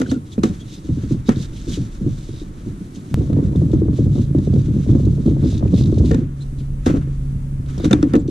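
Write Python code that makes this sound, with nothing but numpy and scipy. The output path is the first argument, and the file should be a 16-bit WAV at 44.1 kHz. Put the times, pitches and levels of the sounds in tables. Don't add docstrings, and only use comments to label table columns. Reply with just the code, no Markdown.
import sys
import numpy as np
from scipy import signal
from scipy.fft import rfft, irfft, next_fast_len
from scipy.io import wavfile
from scipy.ndimage import uniform_filter1d

SR = 44100
rng = np.random.default_rng(int(sys.argv[2]) if len(sys.argv) > 2 else 0)


def unload_audio(sound):
    columns = np.transpose(np.atleast_2d(sound))
    steps = np.round(np.clip(columns, -1, 1) * 32767)
    wavfile.write(sys.argv[1], SR, steps.astype(np.int16))


def invert_db(level):
    return 10 ** (np.asarray(level, dtype=float) / 20)


N = 366030

# start_s, peak_db, ring_hz, late_boom_db and truck_knock_db (both re peak)
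TRICKS = [(0, -14, 250, -21, -16), (0.0145, -6.5, 258.6, -15.5, -12), (0.085, -15, 250, -0.5, -20),
          (0.118, -6.5, 263, -36.5, -13), (0.163, -12.5, 236, -28, -28), (0.380, -4.5, 227, -7, -17),
          (0.437, -2, 220, -26.5, -13.5), (0.498, -10, 181.4, -9.5, -27), (1.286, -3, 235, -20, -10),
          (1.291, -5, 230, -8.5, -14), (6.11, -10, 458, 4, -22.5), (6.146, -6.5, 258.4, -27.5, -12.5),
          (6.182, -6, 253.4, -17.5, -28), (6.865, -4, 242.4, -1, -8), (6.898, -5.5, 309, -24, -12),
          (6.938, -8, 263, -23, -15), (6.96, -5, 282, -9, -29), (7.777, -17, 177, 2, -8.5),
          (7.799, -14.5, 330, -15, -7), (7.839, -10, 250, 0, -15), (7.854, -4, 306, -25.5, -31.5),
          (7.912, -2.5, 202, -10.5, -19), (7.9335, 0.5, 297, -28, -20), (8.0295, -1, 291.6, -19, -23),
          (8.062, -9, 283, -24.5, -25.5), (8.1375, -0.5, 256, -20, -13), (8.155, -1, 296.5, -22, -21.5)]
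# start_s, peak_db, ring_hz, late_boom_db (re peak)
JOINTS_AWAY = [(0.845, -25.5, 239, 6), (0.889, -11, 235, 0.5), (0.971, -13.5, 214, -17),
               (1.033, -17, 274, 1), (1.108, -7, 252, -2), (1.365, -14.5, 187, -3), (1.534, -30.5, 290, 7),
               (1.676, -13, 261, -1.5), (1.773, -13, 268, -1), (2.01, -15, 170, 9), (2.063, -11, 195, -3.5),
               (2.287, -22.5, 306, 3), (2.415, -22.5, 273, -12), (2.661, -13.5, 207, -3.5),
               (2.732, -26, 189, -27), (2.808, -21.5, 166, -9), (2.967, -18.5, 181, -18)]
# start_s, peak_db, ring_hz, late_boom_db (re peak)
JOINTS_IN = [(3.111, -20, 219, 11), (3.174, -7.5, 164, -1), (3.299, -7, 193, 0.5), (3.363, -14, 215, -6),
             (3.425, -14.5, 245, 7), (3.553, -8.5, 250, 2.5), (3.617, -9, 234, -0.5),
             (3.733, -3, 276.5, -0.5), (3.817, -7.5, 292, -10), (3.883, -8.5, 279, -6),
             (3.988, -7, 275.4, 1.5), (4.057, -9, 227.4, 2.5), (4.154, -6, 161, -12),
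             (4.348, -7.5, 243, -1.5), (4.473, -13, 263, -0.5), (4.532, -7, 208, -2),
             (4.681, -15, 266, 8.5), (4.764, -9.5, 250, -10), (4.889, -3, 260, 1.5), (4.95, -4.5, 222, -24),
             (5.038, -12, 184.5, 8), (5.183, -18, 259, 1), (5.257, -5, 224, -1), (5.426, -9.5, 183, -1.5),
             (5.524, -20.5, 201, -0.5), (5.626, -7, 183, -1.5), (5.733, -4.5, 228.5, 0.5),
             (5.777, -10.5, 196, -0.5), (5.924, -8.5, 296, 5), (5.998, -7, 208, 1)]
# start_s, peak_db
FOLLOWERS = [(1.145, -19), (1.394, -22.5), (1.7, -19), (1.805, -18.5), (2.043, -19), (3.207, -8.5),
             (3.329, -15.5), (3.387, -7), (3.77, -26.5), (3.852, -18), (4.023, -21), (4.18, -7),
             (4.212, -28), (4.382, -7.5), (4.56, -7), (4.922, -12), (5.068, -10), (5.279, -7.5),
             (5.312, -12), (5.455, -7.5), (5.806, -9), (6.047, -9.5), (6.216, -16), (7.073, -21),
             (7.988, -14), (8.166, -11.5), (8.283, -12)]
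# freq_hz, level_db
GROUND_BOOM = [(15, -40), (30, -22), (50, -11), (75, -2), (100, 0), (140, 0), (200, -7), (300, -25),
               (600, -90)]
# freq_hz, level_db
DECK_RUMBLE = [(60, -29), (120, -23), (200, -2.5), (300, 1.5), (400, -10.5), (550, -21.5), (750, -30),
               (1100, -33.5), (2000, -66), (5000, -99.5)]
# freq_hz, level_db
TRUCK_RATTLE = [(300, -41.5), (400, -6), (465, 8), (560, -9.5), (850, -14), (1300, -24), (1900, -52)]
# start_s, head_db, body_db (re head)
THUMPS = [(3.178, -32.5, 13.5), (3.208, -28, 5.5), (3.297, -29, 8), (3.326, -26, 12), (3.365, -18, 11),
          (3.453, -28.5, 8), (3.532, -22, -3), (3.552, -18.5, -1), (3.616, -25, 16.5), (3.702, -28, 15.5),
          (3.788, -33.5, 11.5), (3.883, -22.5, 0.5), (3.985, -29, 23.5), (4.063, -36, 13), (4.154, -35, 5),
          (4.347, -20.5, 8), (4.47, -28, 19.5), (4.533, -28.5, 11), (4.56, -23.5, 1.5), (4.68, -43, 10.5),
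          (4.759, -36, -1), (4.862, -25.5, 11.5), (4.886, -25.5, 8.5), (4.948, -21, -16), (4.995, -23, 13),
          (5.137, -44, -4), (5.176, -26.5, 8), (5.258, -25, -1), (5.278, -19.5, 13), (5.367, -21, 5.5),
          (5.426, -40, -2), (5.44, -26, 18), (5.525, -21.5, 1), (5.591, -33.5, 8), (5.608, -26.5, 7),
          (5.626, -14.5, 6), (5.654, -21, 8), (5.735, -20.5, 16), (5.922, -31, 16.5), (5.973, -23.5, 16.5),
          (5.997, -28.5, 13), (6.038, -19.5, 7), (6.108, -21, 16.5), (6.11, -25, 11)]
# start_s, level_db, brightness_db_per_octave
WHACKS = [(.118, -24.5, 2), (0.436, -17, 1), (1.29, -18, 6.5), (6.11, -19.5, 0), (6.142, -27, -2.5),
          (6.864, -18.5, 0.5), (6.948, -25, -1), (7.845, -25, 4.5), (7.91, -17, 5), (7.93, -17.5, 5.5),
          (8.029, -24, 3), (8.139, -15, 3.5), (8.154, -30.5, -7.5)]
# freq_hz, level_db, t60_s
WOOD_MODES = [(330, 10.5, 0.051), (453, -4, 0.14), (518, -2.5, 0.11), (699, -9, 0.084), (737, -12.5, 0.16),
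              (920, -21, 0.13), (1170, -12.5, 0.095), (1347, -13, .06), (1783, -20, 0.069),
              (1893, -25, 0.062), (2270, -26, 0.047), (2500, -41.5, 0.081), (2760, -29, 0.045)]
# start_s, peak_db, strongest_hz, length_s
CRACKS = [(0.015, -24.5, 1400, .006), (0.1134, -26, 1420, .005), (0.433, -20.5, 1190, 0.0088),
          (1.29, -21, 1300, 0.0047), (3.33, -36, 1180, 0.0037), (5.261, -38.5, 1340, 0.0045),
          (5.437, -43.5, 3630, .005), (6.112, -28.5, 1740, 0.0056), (6.144, -28.5, 1380, .005),
          (6.86, -24, 1350, 0.012), (7.66, -46, 1560, 0.0045), (7.843, -26.5, 3890, 0.021),
          (7.9096, -23, 1360, 0.0079), (7.9295, -13, 3605, 0.0038), (8.027, -22.5, 1350, 0.0033),
          (8.1352, -26, 1310, 0.0036), (8.1528, -28.5, 2500, 0.0054)]
# freq_hz, level_db
CASE = [(900, -52.5), (2200, -9), (3200, -1.5), (3660, 2.5), (4200, -1), (5000, -5), (6200, -1.5),
        (8000, -8.5), (15000, -35)]
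# freq_hz, level_db
DECK_RASP = [(300, -46), (600, -5.5), (1000, 2.5), (1400, 0), (1900, -6.5), (2600, -9.5), (4000, -17),
             (9000, -60.5)]
# time_s, ground_rumble_db, deck_rumble_db
ROLL = [(0.0, -41, -17.5), (0.16, -37.5, -44), (3.17, -36.5, -39.5), (3.33, -20.5, -27), (4.7, -19, -31.5),
        (6.08, -19.5, -24.5), (6.33, -34, -42.5), (7.49, -32.5, -47), (8.3, -24.5, -31)]
# peak_s, peak_db, rise_s, fall_s
SCUFFS = [(0, -42.5, .01, 0.0041), (.11, -44.5, 0.067, 0.048), (.27, -56, 0.03, .04),
          (.33, -49.5, 0.021, 0.053), (.44, -39, 0.0028, 0.087), (.61, -53, 0.023, 0.031),
          (.75, -47, 0.098, 0.017), (.98, -56.5, 0.34, 0.33), (1.13, -52.5, 0.13, 0.043),
          (1.29, -49.5, 0.017, 0.12), (1.42, -42.5, 0.068, 0.045), (1.57, -47.5, 0.039, 0.093),
          (1.74, -39.5, 0.09, 0.076), (2.39, -57, 0.53, 0.049), (2.96, -53.5, 0.014, 0.031),
          (3.57, -59, 0.019, 0.06), (3.73, -65, 0.024, 0.032), (3.96, -51.5, 0.042, 0.094),
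          (4.19, -52, 0.056, 0.068), (4.63, -56.5, 0.24, 0.14), (4.92, -57.5, 0.26, 0.73),
          (5.26, -48, 0.0076, 0.044), (5.52, -44.5, 0.078, 0.094), (5.79, -38.5, 0.047, 0.044),
          (5.99, -50.5, 0.24, 0.017), (6.1, -45, 0.091, 0.096), (6.42, -54, 0.12, 0.056),
          (6.6, -53.5, 0.019, 0.034), (6.87, -44, 0.021, 0.12), (7.85, -47.5, 0.03, 0.037),
          (8.15, -53, 0.0078, 0.024), (8.3, -42, 0.015, .03)]
# peak_s, peak_db, rise_s, fall_s
DRAGS = [(0.02, -46, .02, 0.068), (.44, -38, 0.0067, 0.1), (1.0, -53.5, 0.1, 0.35), (1.3, -43, 0.014, 0.15),
         (1.71, -52, 0.11, 0.23), (4.91, -60.5, .6, 0.15), (5.45, -56.5, 0.18, 1),
         (6.13, -45.5, 0.035, 0.15), (6.88, -36.5, 0.027, 0.13), (7.95, -46, 0.22, 0.12),
         (8.16, -35, 0.032, 0.0086)]
# time_s, hiss_db
SAND = [(0, -54), (.17, -74.5), (.8, -70.5), (2.6, -57), (2.9, -60.5), (3.15, -55.5), (6.1, -71),
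        (6.3, -81), (6.95, -67), (7.2, -68), (7.64, -84), (7.68, -53), (8.09, -54), (8.22, -60.5),
        (8.3, -82)]
# start_s, peak_db, ring_hz
TICKS = [(0.013, -29, 6800), (0.3883, -35, 2500), (1.2724, -32.5, 3660), (1.376, -33, 3870),
         (2.091, -38, 5900), (2.947, -35.5, 6100), (2.9576, -35, 3000), (3.5587, -31.5, 3640),
         (3.7159, -33.5, 3640), (4.1848, -35, 2950), (4.3844, -33.5, 3720), (4.538, -33, 4580),
         (4.616, -36, 4670), (4.912, -33, 3470), (5.052, -31.5, 3950), (5.577, -29, 3750),
         (5.679, -36, 2500), (5.8345, -35, 4500), (5.9415, -33, 4270), (5.9824, -30, 3760),
         (6.056, -28, 4170), (6.586, -36.5, 4030), (7.779, -28.5, 5500), (7.798, -35, 3900),
         (8.162, -27, 3950), (8.277, -31.5, 5940)]
# start_s, length_s, level_db, jerks_per_s
SCRAPES = [(0.676, 0.11, -54, 140), (2.313, .11, -54.5, 150), (1.261, .03, -48, 200),
           (1.357, .1, -45.5, 100), (1.674, .09, -47.5, 100), (4.148, .11, -53.5, 70),
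           (5.433, .17, -45, 91), (5.733, .125, -42.5, 85), (5.915, .085, -53.5, 42),
           (6.048, .055, -44.5, 62), (7.661, .1, -56, 41), (7.783, .1, -48.5, 93)]
# freq_hz, level_db
GRIP_TAPE = [(1500, -22), (2600, -9.5), (3200, -8), (3700, 7), (4300, -4.5), (5000, -3.5), (6500, -11),
             (13000, -32.5)]
# start_s, level_db, pitch_hz, length_s
SQUEAKS = [
    (0.088, -42, 3200, 0.019),
    (0.092, -37, 4400, 0.018),
    (0.316, -41, 3550, 0.027),
    (0.592, -44.5, 3250, 0.045),
    (1.725, -34, 3125, 0.027),
    (6.401, -44.5, 3900, 0.041),
    (8.185, -51.5, 7500, 0.032),
]
# start_s, level_db, pitch_hz, length_s
SINGS = [
    (0.06, -32, 1450, 0.0091),
    (0.125, -43, 1370, 0.056),
    (3.288, -47, 897, 0.035),
    (3.35, -41, 920, 0.069),
    (4.365, -40.5, 900, 0.046),
    (6.106, -25, 458, 0.07),
    (6.114, -45, 1750, 0.065),
    (6.945, -54, 2500, 0.024),
]
# time_s, level_db
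MOTOR_LEVEL = [(3.1, -60), (3.15, -24), (5.2, -24), (6.3, -28), (6.8, -28), (7.1, -25), (7.8, -25),
               (8.0, -30), (8.3, -33)]
# freq_hz, level_db
MOTOR_LINES = [(64.6, -8), (137.6, 0), (247.6, -18), (275.2, -23), (412.8, -34), (550.4, -39)]
# freq_hz, level_db
TRAFFIC = [(24, -72.5), (40, -15), (76, -8), (113, 4.5), (167, 5), (333, 4.5), (646, -39.5), (800, -17.5),
           (1040, -33.5), (1760, -120)]
# freq_hz, level_db
LEAVES = [(200, -35.5), (400, 1.5), (600, -1.5), (1000, -0.5), (1500, -10.5), (2200, -19), (5000, -37.5)]
# time_s, level_db
WIND = [(0, -57), (.6, -39), (1.5, -28.5), (2.2, -34.5), (3.05, -45.5), (3.15, -37.5), (5.5, -33.5),
        (7.3, -27), (7.7, -31.5)]
# freq_hz, level_db
GUST = [(10, -12), (30, 0), (60, -8), (110, -30), (300, -90)]
# freq_hz, left_lead_rad
PORT_PHASE = [(300, -.1), (460, -.4), (620, -1.5), (780, -2.9), (1050, -3.3), (1400, -5.2), (1900, -6.2),
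              (3800, -6.3), (4600, -6.8), (8000, -7.4)]
# freq_hz, left_minus_right_db
PORT_DB = [(60, -0.5), (300, -0.5), (700, 5.5), (1400, 1), (2800, -1.5), (5500, -1.5), (10000, 0.5),
           (14000, -21.5)]
# freq_hz, level_db
SCATTER = [(40, -27), (150, -15), (350, -20.5), (620, -27.5), (850, -11), (1150, -12.5), (1800, 3),
           (2500, -4.5), (3600, -13.5), (5000, -5.5), (11000, 2)]
# freq_hz, level_db
HISS = [(900, -7.5), (2000, 5.5), (4500, -1.5), (8000, 2), (10000, 0.5), (14000, -8.5)]
# freq_hz, level_db
TOP = [(11000, 0), (14000, -6), (15500, -30)]

CHANGE_S = 3.1428


def on_hz(table, size):
    hz, value = np.transpose(table)
    return np.interp(np.log(np.fft.rfftfreq(size, 1 / SR) + 1), np.log(hz + 1), value)


def colour(x, table):
    size = 2 ** 12
    ceps = irfft(on_hz(table, size) * np.log(10) / 20)
    ceps[1:size // 2] *= 2
    ceps[size // 2 + 1:] = 0
    impulse = irfft(np.exp(rfft(ceps)))[None, :size // 2]
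    return signal.oaconvolve(x, impulse, axes=1)[:, :N]


def unit(x):
    return x / np.sqrt(np.mean(x ** 2))


def noise(table):
    return unit(colour(rng.standard_normal((2, N)), table))


def curves(table):
    s, *columns = np.transpose(table)
    return [np.interp(np.arange(N) / SR, s, c) for c in columns]


def walk(rate):
    hold = int(SR / rate)
    steps = np.repeat(rng.standard_normal(N // hold + 1), hold)
    return 1.3 * uniform_filter1d(uniform_filter1d(steps, hold), hold)[:N]


def grit(rate, spread_db, smooth):
    size = invert_db(spread_db * np.minimum(rng.exponential(size=N), 2))
    hits = (rng.random(N) < rate / SR) * size * np.sign(rng.standard_normal((2, N)))
    return unit(hits) + smooth * rng.standard_normal((2, N))


def add(out, s, sound):
    i = max(int(s * SR), 0)
    out[i:i + len(sound)] += sound[:N - i]


def decay(t, t60):
    return np.exp(-np.log(1000) * t / t60)


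def swells(table):
    out, t = np.zeros(N), np.arange(-SR, SR) / SR
    for s, db, rise, fall in table:
        away = np.maximum(-t / max(rise, 1e-3), t / max(fall, 1e-3))
        shape = invert_db(db - 15 * away)
        add(out, s - 1, shape[max(SR - int(s * SR), 0):])
    return out


def blows():
    out, rattle, boom, knock = np.zeros((4, N))
    t = np.arange(SR // 4) / SR
    rise = 1 - decay(t, 0.028)
    struck_shape = -decay(t, 0.095) * (1 - decay(t, 0.012))
    rolled_shape = decay(t, 0.086) * rise
    rolled_glide = 0.72 * 0.0053 * (1 - np.exp(-t / 0.0048))
    follower_hz = 250 + 30.3 * rng.uniform(-0.59, 1, len(FOLLOWERS))
    rows = TRICKS + [r + (-45,) for r in JOINTS_AWAY] + [r + (-21.5,) for r in JOINTS_IN]
    rows = rows + [r + (hz, -14.5, -25) for r, hz in zip(FOLLOWERS, follower_hz)]
    chance = rng.random((len(rows), 3))
    for k, ((s, db, hz, boom_db, knock_db), (side, turn, sign)) in enumerate(zip(rows, chance)):
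        struck = k < len(TRICKS)
        glide = 0 if struck else rolled_glide
        pair_level = 0.25 if struck else 0.5
        shape = struck_shape if struck else np.sign(sign - .5) * rolled_shape
        pair = np.sin(2 * np.pi * (hz * (0.793 + 0.422 * side) * t + turn))
        ring = np.sin(2 * np.pi * hz * (t + glide)) + pair_level * pair
        add(out, s, invert_db(db) * ring * shape)
        add(knock, s, invert_db(db + knock_db - 1.0) * decay(t, 0.053) * (1 - decay(t, 0.0022)))
        add(rattle, s, invert_db(db - 3.5 * struck) * decay(t, 0.17) * rise)
        add(boom, s, invert_db(db + boom_db) * decay(t, 0.42) * (1 - decay(t, 0.1)))
    late = np.roll(out, SR // 150)
    rattling = knock * noise(TRUCK_RATTLE) + invert_db(-10.0) * rattle * noise(DECK_RUMBLE)
    return np.array([out, late]) + rattling + invert_db(-4.5) * boom * noise(GROUND_BOOM)


def thumps():
    out, t = np.zeros(N), np.arange(SR // 8) / SR
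    start_hz, end_hz, glide_s, axle_hz = 806, 133.3, 0.00802, 945
    turns = end_hz * t + (start_hz - end_hz) * glide_s * (1 - np.exp(-t / glide_s))
    head = decay(t, 0.016) * (1 - decay(t, 0.008))
    body = decay(t, 0.12) * (1 - decay(t, 0.048)) ** 2
    for (s, db, body_db), (size, turn) in zip(THUMPS, rng.random((len(THUMPS), 2))):
        chirp = np.sin(2 * np.pi * (turns * (.88 + 0.248 * size) + turn))
        add(out, s, invert_db(db - 1.5) * (head + invert_db(body_db) * body) * chirp)
        axle = np.sin(2 * np.pi * axle_hz * (.9 + 0.18 * turn) * t) * decay(t, .09) * (1 - decay(t, .004))
        add(out, s, invert_db(db - 15 - 6 * size) * axle)
    return out * np.array([[1], [.6]])


def whacks():
    out, t = np.zeros(N), np.arange(SR // 4) / SR
    hz, mode_db, t60 = np.transpose(WOOD_MODES)[:, :, None]
    chance = rng.standard_normal((len(WHACKS), 2, len(WOOD_MODES), 1))
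    for (s, db, tilt_db), (pull, size) in zip(WHACKS, chance):
        level = invert_db(db + mode_db + tilt_db * np.log2(hz / 700) + 2.0 * size)
        modes = level * decay(t, t60) * np.sin(2 * np.pi * hz * (1 + 0.022 * pull) * t)
        add(out, s, modes.sum(axis=0) * (1 - decay(t, 0.0031)))
    return out * np.array([[1], [.6]])


def cracks():
    ring, burst, tail = np.zeros((3, N))
    t = np.arange(SR // 5) / SR
    rise = 1 - decay(t, 0.0035)
    ring_shape = np.exp(-.5 * (t / 0.0013 - 2) ** 2)
    for s, db, hz, length in CRACKS:
        add(burst, s, invert_db(db) * rise * np.exp(-(t / length) ** 3))
        add(tail, s, invert_db(db) * rise * decay(t, 0.094))
        add(ring, s, invert_db(1.34 * db) * np.sin(2 * np.pi * hz * t) * ring_shape)
    bright, dull = noise(CASE), noise(DECK_RASP)
    direct = burst * (invert_db(-9.5) * bright + invert_db(-8.5) * dull)
    return invert_db(7.0) * ring + direct + tail * (invert_db(-23.5) * bright + invert_db(-17.5) * dull)


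def rolling():
    ground_db, deck_db = curves(ROLL)
    bumps = grit(rate=120., spread_db=4.0, smooth=.5)
    ground = invert_db(ground_db + 1.5 * walk(14)) * unit(colour(bumps, GROUND_BOOM))
    return ground + invert_db(deck_db) * unit(colour(bumps, DECK_RUMBLE))


def scuffing():
    patch = 2 * walk(60)
    sand = grit(rate=1500., spread_db=4.0, smooth=1.0)
    case = unit(colour(sand, CASE))
    ring = signal.sosfilt(signal.butter(2, 4600, fs=SR, output="sos"), case)
    hiss = ring * invert_db(1.6 * walk(25)) + (case - ring) * invert_db(1.6 * walk(25))
    bed = invert_db(curves(SAND)[0])
    rasp = (swells(DRAGS) + invert_db(-1.5) * bed) * invert_db(1.2 * patch) * unit(colour(sand, DECK_RASP))
    return (swells(SCUFFS) + bed) * invert_db(patch) * hiss + rasp


def ticks():
    ring, snap, jerks = np.zeros((3, N))
    t = np.arange(SR // 40) / SR
    for s, db, hz in TICKS:
        add(snap, s, invert_db(db - 13.5) * np.exp(-(t / 0.0069) ** 2) * (1 - decay(t, 0.0069)))
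        add(ring, s, invert_db(db - 8.0) * np.sin(2 * np.pi * hz * t) * decay(t, .02) * (1 - decay(t, 0.0027)))
    jerk = np.exp(-((t - .004) / 0.0048) ** 2)
    chance = rng.standard_normal((len(SCRAPES), 2, 2 ** 5))
    for (s, length, db, rate), (gap, size) in zip(SCRAPES, chance):
        at = np.cumsum(np.exp(.3 * gap)) / rate - 1 / rate
        for a, d in zip(at[at < length], size):
            add(jerks, s + max(a, 0), invert_db(db + 1.8 * d) * jerk)
    return ring * np.array([[1], [.5]]) + snap * noise(CASE) + jerks * noise(GRIP_TAPE)


def squeaks():
    out = np.zeros(N)
    waver = 1 + .045 * walk(400)
    for s, db, hz, length in SQUEAKS + SINGS:
        size = int(length * SR)
        turns = 2 * np.pi * hz * np.cumsum(waver[int(s * SR):][:size]) / SR
        tone = np.sin(turns) + invert_db(-16) * np.sin(2 * turns)
        add(out, s, invert_db(db) * np.hanning(size) ** .5 * tone)
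    return out * np.array([[1], [.5]])


def motor():
    turns = np.cumsum(1 + .004 * walk(6)) / SR
    lines = sum(invert_db(db + 1.5 * walk(15)) * np.sin(2 * np.pi * hz * turns) for hz, db in MOTOR_LINES)
    return np.sqrt(2) * invert_db(curves(MOTOR_LEVEL)[0]) * lines * np.array([[1], [0]])


def outdoors():
    traffic_db = -44 + walk(2) - 5 * (np.arange(N) > CHANGE_S * SR)
    far = invert_db(traffic_db) * noise(TRAFFIC) + invert_db(-53) * noise(LEAVES)
    return far + invert_db(curves(WIND)[0] + 1.5 * walk(6)) * noise(GUST)


def scene():
    board = blows() + thumps() + whacks() + cracks() + rolling()
    contact = scuffing() + ticks() + squeaks()
    shared, apart = board + contact + motor() + outdoors()
    ports = shared + colour(apart[None], SCATTER) * np.array([[1], [-1]])
    size = next_fast_len(N + SR)
    left = invert_db(on_hz(PORT_DB, size) / 2) * np.exp(.5j * on_hz(PORT_PHASE, size))
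    return irfft(rfft(ports, size) * np.array([left, 1 / left]), size)[:, :N]


def low_pass(x):
    return signal.sosfilt(signal.butter(12, 15410, fs=SR, output="sos"), x)


def record(dry):
    step = np.zeros(N)
    add(step, CHANGE_S, invert_db(-9) * decay(np.arange(SR // 30) / SR, 0.018))
    keep = np.exp(-1 / (0.12 * SR))
    treble = signal.lfilter([1 - keep], [1, -keep], np.abs(np.diff(dry[0], prepend=0)))
    duck = 1 / (1 + (treble / invert_db(-40)) ** 2)
    hissing = dry + duck * invert_db(-58 + 1.2 * walk(7.0)) * noise(HISS)
    soft = hissing / (1 + hissing ** 6) ** (1 / 6)
    mix = colour(soft, TOP) + step
    return low_pass(mix)


dry = scene()
out = record(dry)
unload_audio(out)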